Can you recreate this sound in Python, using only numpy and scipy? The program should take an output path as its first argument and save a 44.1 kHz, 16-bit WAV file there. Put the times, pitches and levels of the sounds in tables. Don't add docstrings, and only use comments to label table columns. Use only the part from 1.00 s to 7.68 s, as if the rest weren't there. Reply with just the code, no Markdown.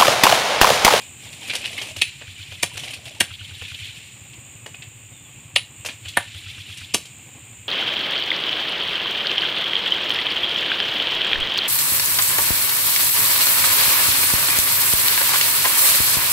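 import sys
import numpy as np
from scipy import signal
from scipy.fft import rfft, irfft, next_fast_len
from scipy.io import wavfile
from scipy.ndimage import uniform_filter1d, map_coordinates

SR = 44100
rng = np.random.default_rng(int(sys.argv[2]) if len(sys.argv) > 2 else 0)


def wav_record(signal):
    frames = np.transpose(np.atleast_2d(signal))
    bounded = np.clip(frames, -1, 1)
    quanta = np.round(bounded * 32767).astype(np.int16)
    wavfile.write(sys.argv[1], SR, quanta)


N = 294588

# thud_db, knock_db, low_clack_db, high_clack_db, snap_db, crack_db
BLOWS = [(1.014, 2570, 424, 9900, -29, -37, -38, -29, -12, -26.5, -27.5),
         (1.627, 2414, 343, 9830, -32, -31.5, -27, -24, -19, -22, -23),
         (2.202, 2788, 355, 9200, -40, -28, -28, -18, -14, -22.5, -19.5),
         (4.557, 2838, 542, 9825, -26, -40, -27, -25, -11, -26, -31),
         (5.168, 1792, 580, 9830, -34, -29.5, -17, -12.5, -22, -42, -22),
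         (5.94, 2907, 466, 12690, -37, -25.5, -27.5, -30.5, -18, -18.5, -21.5)]
BLOW_EDGES_HZ = [150, 550, 1450, 2200, 4300, 7500, 17000]
# pitch_hz, bandwidth_hz, level_db
ROCK_MODES = [(344, 38, 1), (715, 50, 7), (802, 44, 6), (960.2, 66.7, 9), (1170, 43, 4.5), (1377, 8.7, -25),
              (1740, 21, -39), (1830, 87, 5.5), (2670, 22, -22), (2510, 35, -61.5), (3090, 39, -10),
              (3273, 44.5, 7), (3710, 53, -1.5), (3970, 8.2, -1)]
# start_s, clack_db, pitch_hz, knock_db, crack_db (last two against the clack)
LOOSE_STONES = [(0.498, -21.5, 2390, -19, -20), (0.534, -28.5, 2840, -3.5, -4),
                (0.551, -24.5, 2970, -12, -1), (0.642, -27.5, 2580, -15, -23.5),
                (0.656, -21, 2930, -34, -15), (0.779, -25.5, 2147, -20, -32),
                (0.815, -28.5, 3220, -7.5, -5), (0.963, -31.5, 2887, -7.5, -4.5),
                (1.214, -38.5, 2990, -2.5, -22), (1.521, -38.5, 2495, -3, -8), (1.772, -34, 2709, -3, 0.5),
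                (1.879, -32, 2300, -22, -13), (2.055, -36.5, 3362, -11, -6), (2.62, -33.5, 2576, -4.5, -12),
                (3.332, -43, 2640, -21, -15), (3.661, -35.5, 2918, -0.5, -7), (3.743, -35, 2520, -11, -31),
                (3.821, -35, 2640, -21, -38), (4.849, -35, 2650, 1.5, 0), (4.86, -28.5, 2710, -9, -1.5),
                (4.887, -30, 2440, -7, -30), (5.052, -35.5, 3000, -14.5, -16),
                (5.083, -32.5, 3348, -25, -5), (5.772, -39.5, 2566, -24, 0.5), (6.054, -41, 3150, -12, -2)]
STONE_EDGES_HZ = [220, 1500, 4800, 17000]
# start_s, length_s, rattle_db
RAKES = [(0.0, 0.03, -43.5), (0.222, 0.21, -45), (0.469, 0.44, -38), (1.745, .2, -38.5),
         (2.075, 0.094, -44.5)]
# first_knock_s, last_knock_s, thump_db, rattle_db, rattle_swell_db
SHAKES = [(0.963, 0.963, -40, -38.5, 10), (1.273, 1.746, -41, -41, 1), (2.204, 2.814, -38.5, -40, 8.5),
          (5.056, 5.171, -38, -41, 8), (5.344, 5.808, -40.5, -39.5, -1)]
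# time_s, pitch_hz, level_db
WHISTLE = [(4.1, 4100, -80), (4.135, 3680, -53.5), (4.18, 3514, -54), (4.215, 3540, -56),
           (4.235, 3610, -63), (4.26, 3400, -50), (4.3, 3280, -65), (4.335, 3150, -48.5), (4.37, 2880, -80)]
# time_s, relative_db
BACKGROUND = [(0.0, -40), (0.85, -45.5), (1.1, -45.5), (2.4, -49), (3.24, -43), (4.41, -43), (4.6, -46.5),
              (4.85, -40.5), (5.3, -47), (5.8, -48), (6.2, -42.5)]
# frequency_hz, t60_s
SHELTER_DECAY = [(150, 0.053), (700, 0.22), (3000, 0.29), (9000, 0.25), (15000, 0.13)]
# frequency_hz, side_db
BLOW_WIDTH = [(3400, -90), (4200, -14), (6000, -10), (9000, -13), (15000, -12)]

# frequency_hz, relative_db
ROCK_FRACTURE = [(120, 7), (200, -2), (1400, -13.5), (2000, -13), (2900, -5.5), (4000, -15.5),
                 (5200, -14.5), (7500, -14), (9500, -3), (11000, -14.5), (15500, -23)]
PEBBLE_CLICK = [(200, -13), (700, -7.5), (1300, -18), (2000, 0), (2700, 8.5), (3600, 2), (5000, -5),
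                (9500, -7.5), (12000, -16.5), (15500, -24)]
CHIP_RATTLE = [(900, -40), (1500, -13), (2000, -3.5), (2500, 5), (3200, 1), (4000, -1.5), (5000, -12),
               (6500, -16), (9000, -40)]
SAND_FIZZ = [(3000, -29), (5000, 0.5), (7000, -1), (9500, 5.5), (11000, -4.5), (13000, -6), (15500, -14)]
LOW_SCRAPE = [(120, -38.5), (200, 6), (270, 5), (339, -0.5), (372, -4), (558, -2), (668, -9), (734, -0.5),
              (1020, -6.5), (1110, -2), (1380, -14.5), (1900, -8.5), (2470, -3.5), (4180, -120)]
INSECT_CHORUS = [(5800, -33), (6500, -11.5), (6900, 3), (7200, 7.5), (7700, -2.5), (8300, 3.5),
                 (8900, -12.5), (11000, -26.5), (12500, -58)]
INSECT_BUZZ = [(11500, -64), (12800, -22.5), (13500, -3.5), (14300, 3.5), (15000, -9), (15700, -6)]
OUTDOOR_HISS = [(1200, -24), (2000, -9), (2550, 1), (3400, -6.5), (4200, -15.5), (5200, -23), (9500, -18.5),
                (12000, -30), (15500, -19)]
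OPEN_AIR = [(20, -25), (40, -44), (65, 2.5), (120, 8), (200, -6), (320, -6.5), (500, -18.5), (1000, -16.5),
            (2600, -16.5), (5000, -75), (15000, -60)]
TICK = [(600, -19), (1100, -12.5), (1500, 2.5), (1950, -11), (2600, 3.0), (3300, 4.5), (4500, -50)]
PUSH = [(1800, -31), (2400, -11.5), (2900, 0), (3350, 8), (3800, -3), (4400, -6), (5500, -22)]
PULL = [(1400, -18.5), (1900, -18), (2500, -12), (2950, 15.5), (3400, 1), (4500, -33.5)]
EXHAUST = [(45, -22), (85, -2.5), (150, -0.5), (200, -20), (400, -31), (900, -42.0)]


def hammers():
    out, t = np.zeros(N), np.arange(SR // 3) / SR
    lead_s = .003
    bite_s, split_s = lead_s + .00091, lead_s + .0042
    since = np.maximum(t - split_s, 0)
    force = amp(-7) * burst(t, bite_s, .03) + burst(t, split_s, .022)
    force += amp(-14) * burst(t, split_s + .007, .05)
    for start_s, stone_hz, thud_hz, steel_hz, steel_db, *bands_db in BLOWS:
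        chips = amp(-17) * burst(t, split_s + .004, t60=.15) * grains(1500, 4.1, .0034, len(t))
        snap_db = bands_db[-2]
        crush = amp(snap_db + 5) * (t < bite_s) * t / bite_s
        crack = coloured((force + crush) * rng.standard_normal(len(t)) + chips, ROCK_FRACTURE)
        rock = sum(amp(db + rng.normal(0, 1)) * width * np.exp(-np.pi * width * since) * sine(hz, since)
                   for hz, width, db in ROCK_MODES)
        drift = .035 * np.cumsum(rng.standard_normal(len(t)))
        stone = force * sine(stone_hz, t, drift)
        thud = burst(t, split_s, t60=.023) * sine(thud_hz, since)
        impact = crack + amp(-5.5) * unit(rock) + amp(-9) * unit(stone) + amp(-12.5) * unit(thud)
        clack = voiced(impact, BLOW_EDGES_HZ, bands_db)
        steel = amp(steel_db) * burst(t, split_s, t60=.18) * sine(steel_hz, t, drift)
        add(out, start_s - lead_s, shelter(clack, wet_db=-18.5, delay_s=.0082) + steel)
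    return out


def loose_stones():
    out, t = np.zeros(N), np.arange(SR // 6) / SR
    for start_s, clack_db, pitch_hz, knock_db, crack_db in LOOSE_STONES + tumbling():
        touch = burst(t, 0, t60=.068) * rng.standard_normal(len(t))
        crunch = amp(4) * burst(t, .0025, t60=.078) * grains(700, 1.26, .0035, len(t))
        ring = unit(burst(t, 0, t60=.043) * sine(pitch_hz, t))
        landing = coloured(touch + crunch, PEBBLE_CLICK) + amp(-3) * ring
        click = voiced(landing, STONE_EDGES_HZ, [knock_db, 0, crack_db])
        add(out, start_s, shelter(amp(clack_db) * click, wet_db=-9.5, delay_s=.0073))
    return out


def tumbling(stones_per_s=18):
    rows = []
    for start_s, length_s, rattle_db in RAKES:
        count = int(np.ceil(stones_per_s * length_s))
        for k in range(count):
            size, pitch, knock, crack = rng.standard_normal(4)
            fall_s = start_s + length_s * (k + rng.random()) / count
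            clack_db = rattle_db + 1 + 3.5 * size
            rows.append((fall_s, clack_db, 2710 * np.exp(.12 * pitch), -16 + 2 * knock, -7 + 2 * crack))
    return rows


def gravel():
    t = np.arange(N) / SR
    raking = sum(amp(db) * stroke(s, s + length_s, rise_s=.064, t60=.37) for s, length_s, db in RAKES)
    shaking = np.zeros(N)
    for first_s, last_s, _, rattle_db, swell_db in SHAKES:
        end_s = last_s + .021
        progress = np.clip((t - first_s) / (end_s - first_s), 0, 1)
        bout = amp(rattle_db + swell_db * (progress - .5)) * stroke(first_s, end_s, rise_s=.08, t60=1.44)
        shaking = np.maximum(shaking, bout)
    big, chips = amp(-11.5) * raking, np.maximum(raking, shaking)
    sand = np.maximum(amp(-14) * raking, amp(-19.5) * shaking)
    stir = wobble(28)
    scrape = big * amp(1 + 3.3 * stir) * coloured(grains(460, 1.67, .043, N), LOW_SCRAPE)
    rattle = chips * amp(-1 + stir) * coloured(grains(1000, 1, .059, N), CHIP_RATTLE)
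    fizz = sand * amp(5.5 + 1.6 * stir) * coloured(grains(980, 4.3, .073, N), SAND_FIZZ)
    knocks = big * pebbles(per_s=70, centre_hz=680, scatter=.45, t60=.05)
    clinks = raking * amp(-4) * pebbles(per_s=110, centre_hz=2900, scatter=.3, t60=.03)
    sparkle = raking * amp(-11) * pebbles(per_s=140, centre_hz=7500, scatter=.5, t60=.005)
    return scrape + shaken(rattle) + fizz + knocks + clinks + sparkle


def pebbles(per_s, centre_hz, scatter, t60):
    count = round(per_s * N / SR)
    when, pitch, softness = rng.random((count, 3)).T[:, :, None]
    i = np.arange(SR // 16)
    pitch_hz = centre_hz * 2 ** (scatter * np.arcsin(2 * pitch - 1))
    rings = amp(-3.5 * np.log(softness + .02)) * burst(i / SR, 0, t60) * sine(pitch_hz, i / SR)
    positions = (when * N).astype(int) + i
    return unit(np.bincount(positions.ravel(), rings.ravel(), N)[:N])


def shaken(rattle):
    t = np.arange(N) / SR
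    knocks_s = np.array([s for s, _ in shake_knocks()])
    since = np.abs(t - knocks_s[np.searchsorted(knocks_s, t) - 1])
    shaking = np.exp(-(since / .16) ** 4)
    stall_db = -2 * bump(since, .066, .011)
    lag_s = .0026 + .0004 * np.cos(2 * np.pi * since / .11)
    hollow = (rattle + shaking * np.interp(t - lag_s, t, rattle)) / np.sqrt(1 + shaking ** 2)
    return amp(stall_db) * hollow


def shake_knocks(rough_period_s=.107):
    rows = []
    for first_s, last_s, thump_db, *_ in SHAKES:
        count = round((last_s - first_s) / rough_period_s) + 1
        rows += [(s, thump_db) for s in np.linspace(first_s, last_s, count)]
    return rows


def thumps():
    out, t = np.zeros(N), np.arange(SR // 4) / SR
    contacts = lambda spectrum: coloured(grains(1500, 3.5, .0033, len(t)), spectrum)
    swell = (1 - np.exp(-t / .0073)) ** 2 * burst(t, 0, t60=.15)
    lag_s = .0026 + .0003 * np.cos(2 * np.pi * 9 * t)
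    for start_s, relative_db in shake_knocks():
        body = amp(2) * swell * sine(95 * (1 + rng.normal(0, .01513)), t)
        tick = amp(-11.5) * contacts(TICK) * bump(t, .007, .0073)
        push = amp(-12.5) * contacts(PUSH) * bump(t, .037, .016)
        pull = amp(-17.5) * contacts(PULL) * bump(t, .092, .014)
        rasp = push + pull + np.interp(t - lag_s, t, push + pull)
        add(out, start_s, amp(relative_db + 11) * (body + tick + rasp))
    return out


def shelter(x, wet_db, delay_s):
    hz, t, noise = signal.stft(rng.standard_normal(SR // 5), SR, nperseg=256)
    decay = amp(-60 * t / along(SHELTER_DECAY, hz)[:, None])
    _, tail = signal.istft(noise * decay, SR, nperseg=256)
    tail = np.pad(tail / np.linalg.norm(tail), (round(delay_s * SR), 0))
    return x + amp(wet_db) * signal.fftconvolve(x, tail)[:len(x)]


def engine(period_s=.0824):
    out, t = np.zeros(N), np.arange(SR // 8) / SR
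    swell = bump(t, .03, .016)
    for start_s in np.arange(.064, N / SR, period_s):
        tone = sine(110 * (1 + rng.normal(0, .075)), t, rng.uniform(0, 2 * np.pi))
        puff = amp(-5.5) * coloured(rng.standard_normal(len(t)), EXHAUST)
        add(out, start_s, amp(-43 + rng.normal(0, .5)) * swell * (tone + puff))
    return out


def insects():
    level_db, = curves(BACKGROUND)
    t = np.arange(N) / SR
    pulse = lambda hz: sine(hz, t, wobble(5.3))
    flutter_db = .76 * wobble(14) + 1.5 * pulse(67)
    chorus = amp(level_db - 4 + flutter_db) * coloured(rng.standard_normal(N), INSECT_CHORUS)
    syllables = amp(2.2 * pulse(18) + 1.5 * pulse(72))
    return chorus + amp(level_db - 17.5) * syllables * coloured(rng.standard_normal(N), INSECT_BUZZ)


def bird():
    pitch_hz, level_db = curves(WHISTLE)
    whistle = amp(level_db) * np.sin(2 * np.pi * np.cumsum(pitch_hz) / SR)
    t = np.arange(N) / SR
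    singing = (t > WHISTLE[0][0]) * (t < WHISTLE[-1][0])
    return shelter(whistle * singing, wet_db=-13, delay_s=.01)


def outdoor_hiss():
    level_db, = curves(BACKGROUND)
    rustle = amp(-14.5 + 2.9 * wobble(28)) * coloured(grains(500, 1.67, .048, N), LOW_SCRAPE)
    hiss = amp(-7 + .45 * wobble(6.9)) * coloured(rng.standard_normal(N), OUTDOOR_HISS)
    return amp(level_db) * (rustle + hiss)


def grains(per_s, spread_db, t60, samples):
    hits = rng.random(samples) < per_s / SR
    sizes = hits * amp(spread_db * np.minimum(rng.exponential(size=samples), 4))
    power = signal.fftconvolve(sizes ** 2, burst(np.arange(SR // 10) / SR, 0, t60) ** 2)[:samples]
    return unit(np.sqrt(np.abs(power)) * rng.standard_normal(samples))


def voiced(x, edges_hz, levels_db):
    out = np.zeros(len(x))
    for low, high, db in zip(edges_hz, edges_hz[1:], levels_db):
        band = signal.sosfilt(signal.butter(4, [low, high], "band", fs=SR, output="sos"), x)
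        out += amp(db) * band / np.sqrt(uniform_filter1d(band ** 2, SR // 100).max())
    return out


def stroke(start_s, end_s, rise_s, t60):
    t = np.arange(N) / SR
    return np.clip(1 + (t - start_s) / rise_s, 0, 1) * amp(-60 * np.maximum(t - end_s, 0) / t60)


def burst(t, start_s, t60):
    return (t >= start_s) * amp(-60 * np.abs(t - start_s) / t60)


def bump(t, centre_s, width_s):
    return np.exp(-((t - centre_s) / width_s) ** 2)


def sine(hz, t, phase=0):
    return np.sin(2 * np.pi * hz * t + phase)


def wobble(knots_per_s):
    knots = rng.standard_normal(int(N * knots_per_s / SR) + 4)
    coarse = np.linspace(0, N, 4000)
    return np.interp(np.arange(N), coarse, map_coordinates(knots, [coarse * knots_per_s / SR]))


def curves(rows):
    time_s, *columns = np.transpose(rows)
    return [np.interp(np.arange(N) / SR, time_s, column) for column in columns]


def along(points, hz):
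    points_hz, values = np.transpose(points)
    return np.interp(np.log(hz + 1), np.log(points_hz + 1), values)


def filtered(x, response):
    n = x.shape[-1]
    padded = next_fast_len(n + SR // 8)
    return irfft(rfft(x, padded) * response(np.fft.rfftfreq(padded, 1 / SR)), padded)[..., :n]


def coloured(x, spectrum):
    return unit(filtered(x, lambda hz: amp(along(spectrum, hz))))


def amp(db):
    return 10 ** (np.asarray(db) / 20)


def unit(x):
    return x / np.sqrt(np.mean(x ** 2) + 1e-20)


def add(track, start_s, sound):
    i = max(round(start_s * SR), 0)
    track[i:i + len(sound)] += sound[:max(N - i, 0)]


def scene():
    blows = hammers()
    side = filtered(blows, lambda hz: 1j * amp(along(BLOW_WIDTH, hz)))
    air = amp(-51.5) * coloured(rng.standard_normal(N), OPEN_AIR)
    work = blows + side * np.array([[1], [-1]]) + loose_stones() + gravel() + thumps()
    return work + engine() + insects() + outdoor_hiss() + bird() + air


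def record(dry):
    ceiling, top_hz = .85, 15500
    rounded = dry / (1 + np.abs(dry / ceiling) ** 6) ** (1 / 6)
    return filtered(rounded, lambda hz: 1 / (1 + (hz / top_hz) ** 160))


dry = scene()
out = record(dry)
wav_record(out)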